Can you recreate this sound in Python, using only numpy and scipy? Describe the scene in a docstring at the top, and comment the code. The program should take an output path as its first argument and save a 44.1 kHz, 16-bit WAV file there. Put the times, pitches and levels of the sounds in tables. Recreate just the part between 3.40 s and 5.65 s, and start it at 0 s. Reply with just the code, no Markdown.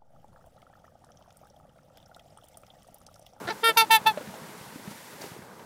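"""Soft plops and knocks run throughout over lapping water and a bright hiss; a second bird grunts just
before the first honk and again during the second.
A swan standing in shallow water gives one short and four full trumpet-like honks, with a dull echo.
Honks are sums of phase-locked overtones; grunts are pulses exciting throat resonances; plops are struck
resonators; water is shaped noise with small bubbles; hiss, cloth rustle and scratches are filtered noise."""
import sys
import numpy as np
from scipy import signal
from scipy.io import wavfile

SR = 44100
rng = np.random.default_rng(int(sys.argv[2]) if len(sys.argv) > 2 else 0)


def pcm_store(signal):
    """Save signal as 16-bit PCM."""
    levels = np.round(np.clip(np.atleast_2d(signal), -1, 1) * 32767)
    wavfile.write(sys.argv[1], SR, levels.astype(np.int16).T)


N = 99225  # samples: 2.25 s


def from_db(db):
    """Decibel definition: amplitude ratio = 10^(dB/20)."""
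    return 10 ** (np.asarray(db) / 20)


def rms_one(x):
    """Normalisation to unit root-mean-square amplitude."""
    return x / np.sqrt(np.mean(x ** 2) + 1e-20)


def at_hz(points, hz):
    """Spectral envelope: dB interpolated along a logarithmic frequency axis."""
    points_hz, points_db = np.transpose(points)
    return np.interp(np.log(hz), np.log(points_hz), points_db)


def level(rows):
    """Temporal envelope: dB interpolated linearly in time."""
    s, db = np.transpose(rows)
    return np.interp(np.arange(N) / SR, s, db)


def band_pass(x, band_hz):
    """Band-pass filtering by a Butterworth response."""
    return signal.sosfilt(signal.butter(2, band_hz, "band", fs=SR, output="sos"), x)


def drift(rate, size=N):
    """Random modulation: noise through two equal one-pole low-passes with corner `rate` in Hz; rms 1."""
    r = np.exp(-2 * np.pi * rate / SR)
    white = rng.standard_normal(size + SR // 2)
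    slow = signal.lfilter([1], [1, -2 * r, r * r], white)
    return rms_one(slow[SR // 2:])  # the filter's first half second is dropped


def ring(clicks, hz, t60):
    """Impulse response of a damped resonator: a unit click starts a decaying sine of initial height 1."""
    r, w = from_db(-60 / (t60 * SR)), 2 * np.pi * hz / SR
    return signal.lfilter([0, np.sin(w)], [1, -2 * r * np.cos(w), r * r], clicks + 1e-18)


def banded_noise(spectrum, patchy_db):
    """Third-octave synthesis: noise bands, each with its own level and partly shared flicker; rms 1."""
    out, together, white = 0, drift(13.4), rng.standard_normal((2, N))
    lowest, highest = spectrum[0][0], spectrum[-1][0]
    edges = np.geomspace(lowest, highest, int(3 * np.log2(highest / lowest)) + 1)
    for k, (low, high) in enumerate(zip(edges, edges[1:])):
        band = band_pass(white[k % 2], [low, high])  # neighbouring bands are independent
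        flicker_db = patchy_db * (0.9 * together + drift(23.3))
        out = out + band * from_db(at_hz(spectrum, np.sqrt(low * high)) + flicker_db)
    return rms_one(out)


def hiss():
    """Broadband noise: a bright spectral envelope, steady at first, then changing in level."""
    # spectral density: f/Hz, relative level/dB per Hz
    hiss_spectrum = [(820, -36), (1400, -13.5), (1630, -5), (2170, -2.5), (2350, -9), (2530, -7.5),
                     (5830, -11), (13000, -13), (16000, -22.5)]
    # loudness course: t/s, level/dB
    hiss_course = [(0.8, -50.5), (1.332, -50.5), (1.494, -51), (1.514, -47), (1.53, -49.5), (1.796, -51),
                   (1.816, -45), (1.998, -55), (2.072, -57.5), (2.204, -57.5), (2.216, -57), (2.25, -58)]
    return from_db(level(hiss_course)) * banded_noise(hiss_spectrum, patchy_db=.4)


def water():
    """Bubble acoustics: small bubbles ring as damped resonators within lumpy low noise."""
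    # spectral density of the lapping: f/Hz, relative level/dB per Hz
    water_spectrum = [(24, -52), (40, -30), (72, -9), (182, 1.5), (301, -7.5), (543, -0.5), (604, -10.5),
                      (869, -1.5), (1090, -9), (1500, -8.5), (1950, -30), (3300, -120)]
    # loudness course: t/s, level/dB
    water_course = [(0.0, -38), (0.09, -43), (0.31, -49), (0.44, -45), (0.74, -43), (0.9, -45.5),
                    (1.21, -48), (1.53, -49), (2.25, -47.5)]
    burble_per_s, burble_db = 65, -10  # bubble rate; bubble level relative to the noise
    sizes = from_db(4 * np.minimum(rng.exponential(1, N), 4)) * rng.choice([-1, 1], N)
    born = rng.random(N) < burble_per_s / SR
    dealt = rng.integers(0, 14, N)  # each bubble gets one of 14 pitches
    bubbles = 0
    for k, hz in enumerate(np.geomspace(140, 1500, 14)):
        bubbles = bubbles + ring(sizes * born * (dealt == k), hz, 9.0 / hz)  # 60 dB down in 9 cycles
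    lapping = banded_noise(water_spectrum, patchy_db=1.2)
    return from_db(level(water_course)) * (lapping + from_db(burble_db) * rms_one(bubbles))


def rustle():
    """Friction noise: cloth rubs near the microphone in dense random grains that start at once and fade."""
    # pass band of the cloth: lower and upper f/Hz
    cloth_band = [250, 850]
    start_s, fade_s, grains_per_s, rustle_db = 1.802, .045, 500, -44
    after = np.arange(N) / SR - start_s
    grains = (rng.random(N) < grains_per_s / SR) * rng.standard_normal(N)
    rubbing = rms_one(band_pass(grains, cloth_band))
    return from_db(rustle_db) * rubbing * (after > 0) * np.exp(-(after / fade_s) ** 2 / 2)


def scratches():
    """Gated noise: bright band-passed noise under brief Gaussian envelopes."""
    # scratches: centre t/s, level/dB
    scratch_rows = [(1.513, -49), (1.82, -43), (1.865, -52.5)]
    width_s = .0032  # standard deviation of each envelope
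    noise = rms_one(band_pass(rng.standard_normal(N), [4200, 6100]))
    t = np.arange(N) / SR
    return noise * sum(from_db(db) * np.exp(-((t - s) / width_s) ** 2 / 2) for s, db in scratch_rows)


def plops():
    """Struck resonance: a soft push and a noise puff ring briefly at one pitch, with a dry tick."""
    # plops and knocks: t/s, strike level/dB, f/Hz, t60 of the noise puff/s, relative tick level/dB
    plop_rows = [(0.015, -34.5, 430, 0.089, -5.5), (0.049, -33, 142, 0.1, -3),
                 (0.614, -29.5, 230, 0.039, -6), (0.638, -36.5, 870, 0.024, -3.5),
                 (0.774, -22, 596, 0.068, -5.5), (0.809, -33.5, 538, 0.11, -5),
                 (0.873, -28.5, 204, 0.068, -8), (0.887, -32, 185, 0.12, -8), (0.94, -32, 854, 0.058, -2),
                 (1.018, -38, 164, 0.12, -9), (1.211, -29.5, 135, 0.043, -7), (1.358, -30, 284, 0.042, -6),
                 (1.475, -28.5, 202, 0.09, -8), (1.511, -33.5, 250, 0.077, -7),
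                 (1.803, -42, 324, 0.057, -13), (1.819, -36, 562, 0.1, -12), (1.841, -28.5, 396, 0.057, -8),
                 (1.863, -35, 480, 0.05, -7), (1.916, -32.5, 161, 0.077, -7), (1.964, -34, 460, 0.059, -7),
                 (2.021, -34.5, 146, 0.054, -6), (2.195, -33, 990, 0.041, -3)]
    out = np.zeros(N)
    for s, db, hz, t60, tick_db in plop_rows:
        click = np.zeros(N)
        click[int(s * SR)] = from_db(db)
        decay = signal.lfilter([1], [1, -from_db(-60 / (t60 * SR))], click)
        puff = decay * rng.standard_normal(N)
        push = signal.lfilter([.15], [1, -.85], click + .04 * puff)  # one-pole softening
        tick = band_pass(puff, [150, 2380])
        out += ring(push, hz, .5 * t60) + from_db(tick_db) * tick  # resonator t60 is half the puff's
    return out


def grunts():
    """Source-filter principle: uneven pulses, each trailing a little noise, excite a short throat."""
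    # grunts of the second bird: t/s, length/s, pitch f/Hz, pulse level/dB, upper resonances' level/dB
    grunt_rows = [(0.07, 0.031, 342.6, -27, 2), (0.277, 0.047, 325.6, -26, -29)]
    # throat resonances: centre f/Hz, width/Hz, level/dB
    throat = [(313, 120, -12), (610, 305, 4), (940, 370, -1.5), (1480, 200, -1.5), (1910, 190, -3.5),
              (3900, 1200, 0)]
    jitter, rasp = .035, .35  # relative spread of the periods; strength of the trailing noise
    out = 0
    for s, length, hz, db, upper_db in grunt_rows:
        pulses = np.zeros(N)
        times = np.cumsum((1 + jitter * rng.standard_normal(30)) / hz)
        times = times[times < length]
        pulse_db = db + 2 * rng.standard_normal(len(times))
        arch = np.sin(np.pi * times / length) ** .5  # swells and dies over the grunt
        pulses[((s + times) * SR).astype(int)] = from_db(pulse_db) * arch
        trail = signal.lfilter([.2], [1, -.98], pulses)
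        pulses = pulses + rasp * trail * rng.standard_normal(N)
        for k, (centre_hz, width, throat_db) in enumerate(throat):
            gain = (-1) ** k * from_db(throat_db + upper_db * (k > 2))  # alternating sign
            out = out + gain * ring(pulses, centre_hz, 2.2 / width)
    return out


def honk(rows, pipe):
    """Harmonic synthesis: two steep unequal pulses a cycle; unsteady phase makes the overtones rasp."""
    jitter, breath_db = .0012, -36  # relative pitch wobble; air noise relative to the tone
    steady_rad, onset_rad, onset_s = .012, .06, .026  # phase wander: held tone; extra at the start
    break_s, break_width_s, break_rad = .421, .005, .1  # the voice cracks once
    waver_db = 1.5  # slow swell of the eighth overtone
    lean_rad = np.pi / 4  # pulses lean to the upper side
    spread_rad = .012  # windpipe delay of high overtones, times multiple squared
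    s, *columns = np.transpose(rows)
    t = np.arange(int(s[0] * SR), int(s[-1] * SR))  # sample numbers
    hz, *levels_db = [np.interp(t / SR, s, c) for c in columns]
    size = len(t)

    onset = onset_rad * np.exp(-((t / SR - s[0]) / onset_s) ** 4)
    crack = break_rad * np.exp(-((t / SR - break_s) / break_width_s) ** 2)
    wander = (steady_rad + onset + crack) * drift(250.0, size=size)
    wobbling_hz = hz * (1 + jitter * drift(60.0, size=size))
    phase = 2 * np.pi * np.cumsum(wobbling_hz) / SR + wander

    k, k_db = np.transpose(pipe)[:, :, None]
    swells = np.array([drift(12.0, size=size) for _ in pipe])
    swell_db = waver_db * np.sqrt(k / 8) * swells  # more in the treble
    offset = np.pi / 2 * (k % 2) - lean_rad - spread_rad * k ** 2
    waves = -from_db(k_db + swell_db) * np.sin(k * phase + offset)
    groups = [k < 2.5, (k > 2.5) & (k < 11.5), k > 11.5]  # low, middle, treble
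    tone = 0
    for chosen, db in zip(groups, levels_db):
        tone = tone + from_db(db) * rms_one(np.sum(waves * chosen, 0))
    breath = 1 + from_db(breath_db) * rng.standard_normal(size)
    out = np.zeros(N)
    out[t] = tone * breath * signal.windows.tukey(size, .08)
    return out


def honks():
    """Tube resonance: each honk's overtones take the levels shaped by the long windpipe."""
    # one table per honk: t/s, pitch f/Hz, level/dB of the two lowest overtones, of overtones 3-11
    # (about 1.1-5 kHz), of the treble
    honk_tables = [
        [(0.097, 435, -39, -35, -49), (0.109, 450, -29, -29.5, -40), (0.117, 441.1, -30.5, -38.5, -69),
         (0.128, 410, -37, -41, -51)],
        [(0.224, 460, -27, -54, -61), (0.228, 465, -45.5, -86, -80), (0.234, 451, -26, -30, -87),
         (0.242, 457.3, -27, -20.5, -31.5), (0.276, 456.2, -27.5, -17.5, -33.5),
         (0.294, 455.4, -23.5, -19, -32), (0.31, 440.3, -34, -25.5, -42.5), (0.326, 440, -53, -46, -67)],
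        [(0.361, 464, -41, -56, -56), (0.365, 474, -30, -62, -87), (0.373, 458, -18, -16.5, -24.5),
         (0.381, 453.9, -19, -18, -21.5), (0.409, 447, -24.5, -16, -28), (0.423, 446.2, -19.5, -23, -34.5),
         (0.443, 435, -27, -41.5, -61), (0.453, 442.2, -55.5, -40, -45)],
        [(0.494, 434, -44, -45, -63), (0.502, 443, -30.5, -51, -74), (0.508, 456, -15.5, -22, -34),
         (0.514, 447.6, -16.5, -18.5, -25), (0.552, 445.2, -17, -17.5, -26.5), (0.566, 439.6, -20, -21.5, -28),
         (0.582, 422, -30.5, -37, -55.5), (0.596, 475, -64, -56, -54)],
        [(0.65, 453, -76, -40, -72), (0.656, 447, -37, -61, -67), (0.664, 432.5, -19, -25, -43),
         (0.672, 444, -15.5, -19, -30.5), (0.698, 436.4, -22, -27, -45.5), (0.726, 410, -40, -54, -57)],
    ]
    # windpipe shaping, one table per honk: multiple of the pitch [1], level within its group/dB
    pipe_1 = [(1, 2), (2, 8.5), (3, -6), (4, -3), (5, -9), (6, -12), (7, -14), (8, -14), (9, -10),
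              (10, -11), (11, -13.5), (12, -18), (13, -16), (14, -27)]
    pipe_2 = [(1, 0), (2, -3), (3, -3), (4, -7), (5, -11.5), (6, -14.5), (7, -10), (8, -11), (9, -22),
              (10, -19.5), (11, -22.5), (12, -20.5), (13, -24), (14, -50), (15, -25), (16, -53),
              (17, -21.5), (18, -22), (19, -17), (20, -16), (21, -17), (22, -12), (23, -20), (24, -17),
              (25, -17), (26, -18), (27, -24), (28, -30), (29, -16), (30, -31), (31, -20), (32, -27),
              (33, -23), (34, -41)]
    pipe_3 = [(1, -7.5), (2, 6), (3, -1), (4, -9), (5, -6.5), (6, -5), (7, -13.5), (8, -3.5), (9, -12.5),
              (10, -8.5), (11, -13), (12, -18), (13, -12), (14, -20), (15, -20.5), (16, -39), (17, -27),
              (18, -22), (19, -19.5), (20, -14), (21, -14), (22, -14), (23, -17), (24, -11.5), (25, -15),
              (26, -13), (27, -9), (28, -27), (29, -29), (30, -28), (31, -12), (32, -26), (33, -18),
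              (34, -30)]
    pipe_4 = [(1, -17), (2, 6.5), (3, -7), (4, -3.5), (5, -8), (6, -3), (7, -8.5), (8, -5), (9, -8),
              (10, -15), (11, -13), (12, -24), (13, -23), (14, -23.5), (15, -33), (16, -26), (17, -30),
              (18, -23.5), (19, -25), (20, -28), (21, -26), (22, -17.5), (23, -22), (24, -18), (25, -15),
              (26, -14.5), (27, -19), (28, -23), (29, -26), (30, -23), (31, -31), (32, -18), (33, -26),
              (34, -18), (35, -30)]
    pipe_5 = [(1, -24.5), (2, 0.5), (3, -10), (4, -8.5), (5, -20), (6, -7.5), (7, -24), (8, -6), (9, -18),
              (10, -12.5), (11, -28), (12, -27), (13, -30), (14, -31), (15, -37), (16, -52), (17, -36.5),
              (18, -36), (19, -38), (20, -28), (21, -32), (22, -36), (23, -28), (24, -36), (25, -26),
              (26, -37), (27, -26), (28, -37), (29, -35), (30, -34), (31, -31), (32, -34), (33, -31),
              (34, -38), (35, -33)]
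    pipes = [pipe_1, pipe_2, pipe_3, pipe_4, pipe_5]
    return sum(honk(rows, pipe) for rows, pipe in zip(honk_tables, pipes))


def bank_echo(birds):
    """Reflection: the bank returns a delayed, low-passed copy of the calls."""
    echo_s, echo_db = .031, -27
    lag = int(echo_s * SR)
    dull = signal.lfilter([.2], [1, -.8], np.pad(birds, (lag, 0))[:N])
    return from_db(echo_db) * dull


def scene():
    """Superposition: the pressures of all sources add."""
    birds = honks() + grunts()
    surroundings = hiss() + water() + rustle() + scratches() + plops()
    return (surroundings + birds + bank_echo(birds))[None]


def record(dry):
    """Band limiting: the small microphone drops the deep bass; the top is cut steeply."""
    mic_low_hz, cutoff_hz = 103, 15850
    thin = signal.sosfilt(signal.butter(2, mic_low_hz, "high", fs=SR, output="sos"), dry)
    return signal.sosfilt(signal.ellip(12, .5, 70, cutoff_hz, fs=SR, output="sos"), thin)


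dry = scene()
out = record(dry)
pcm_store(out)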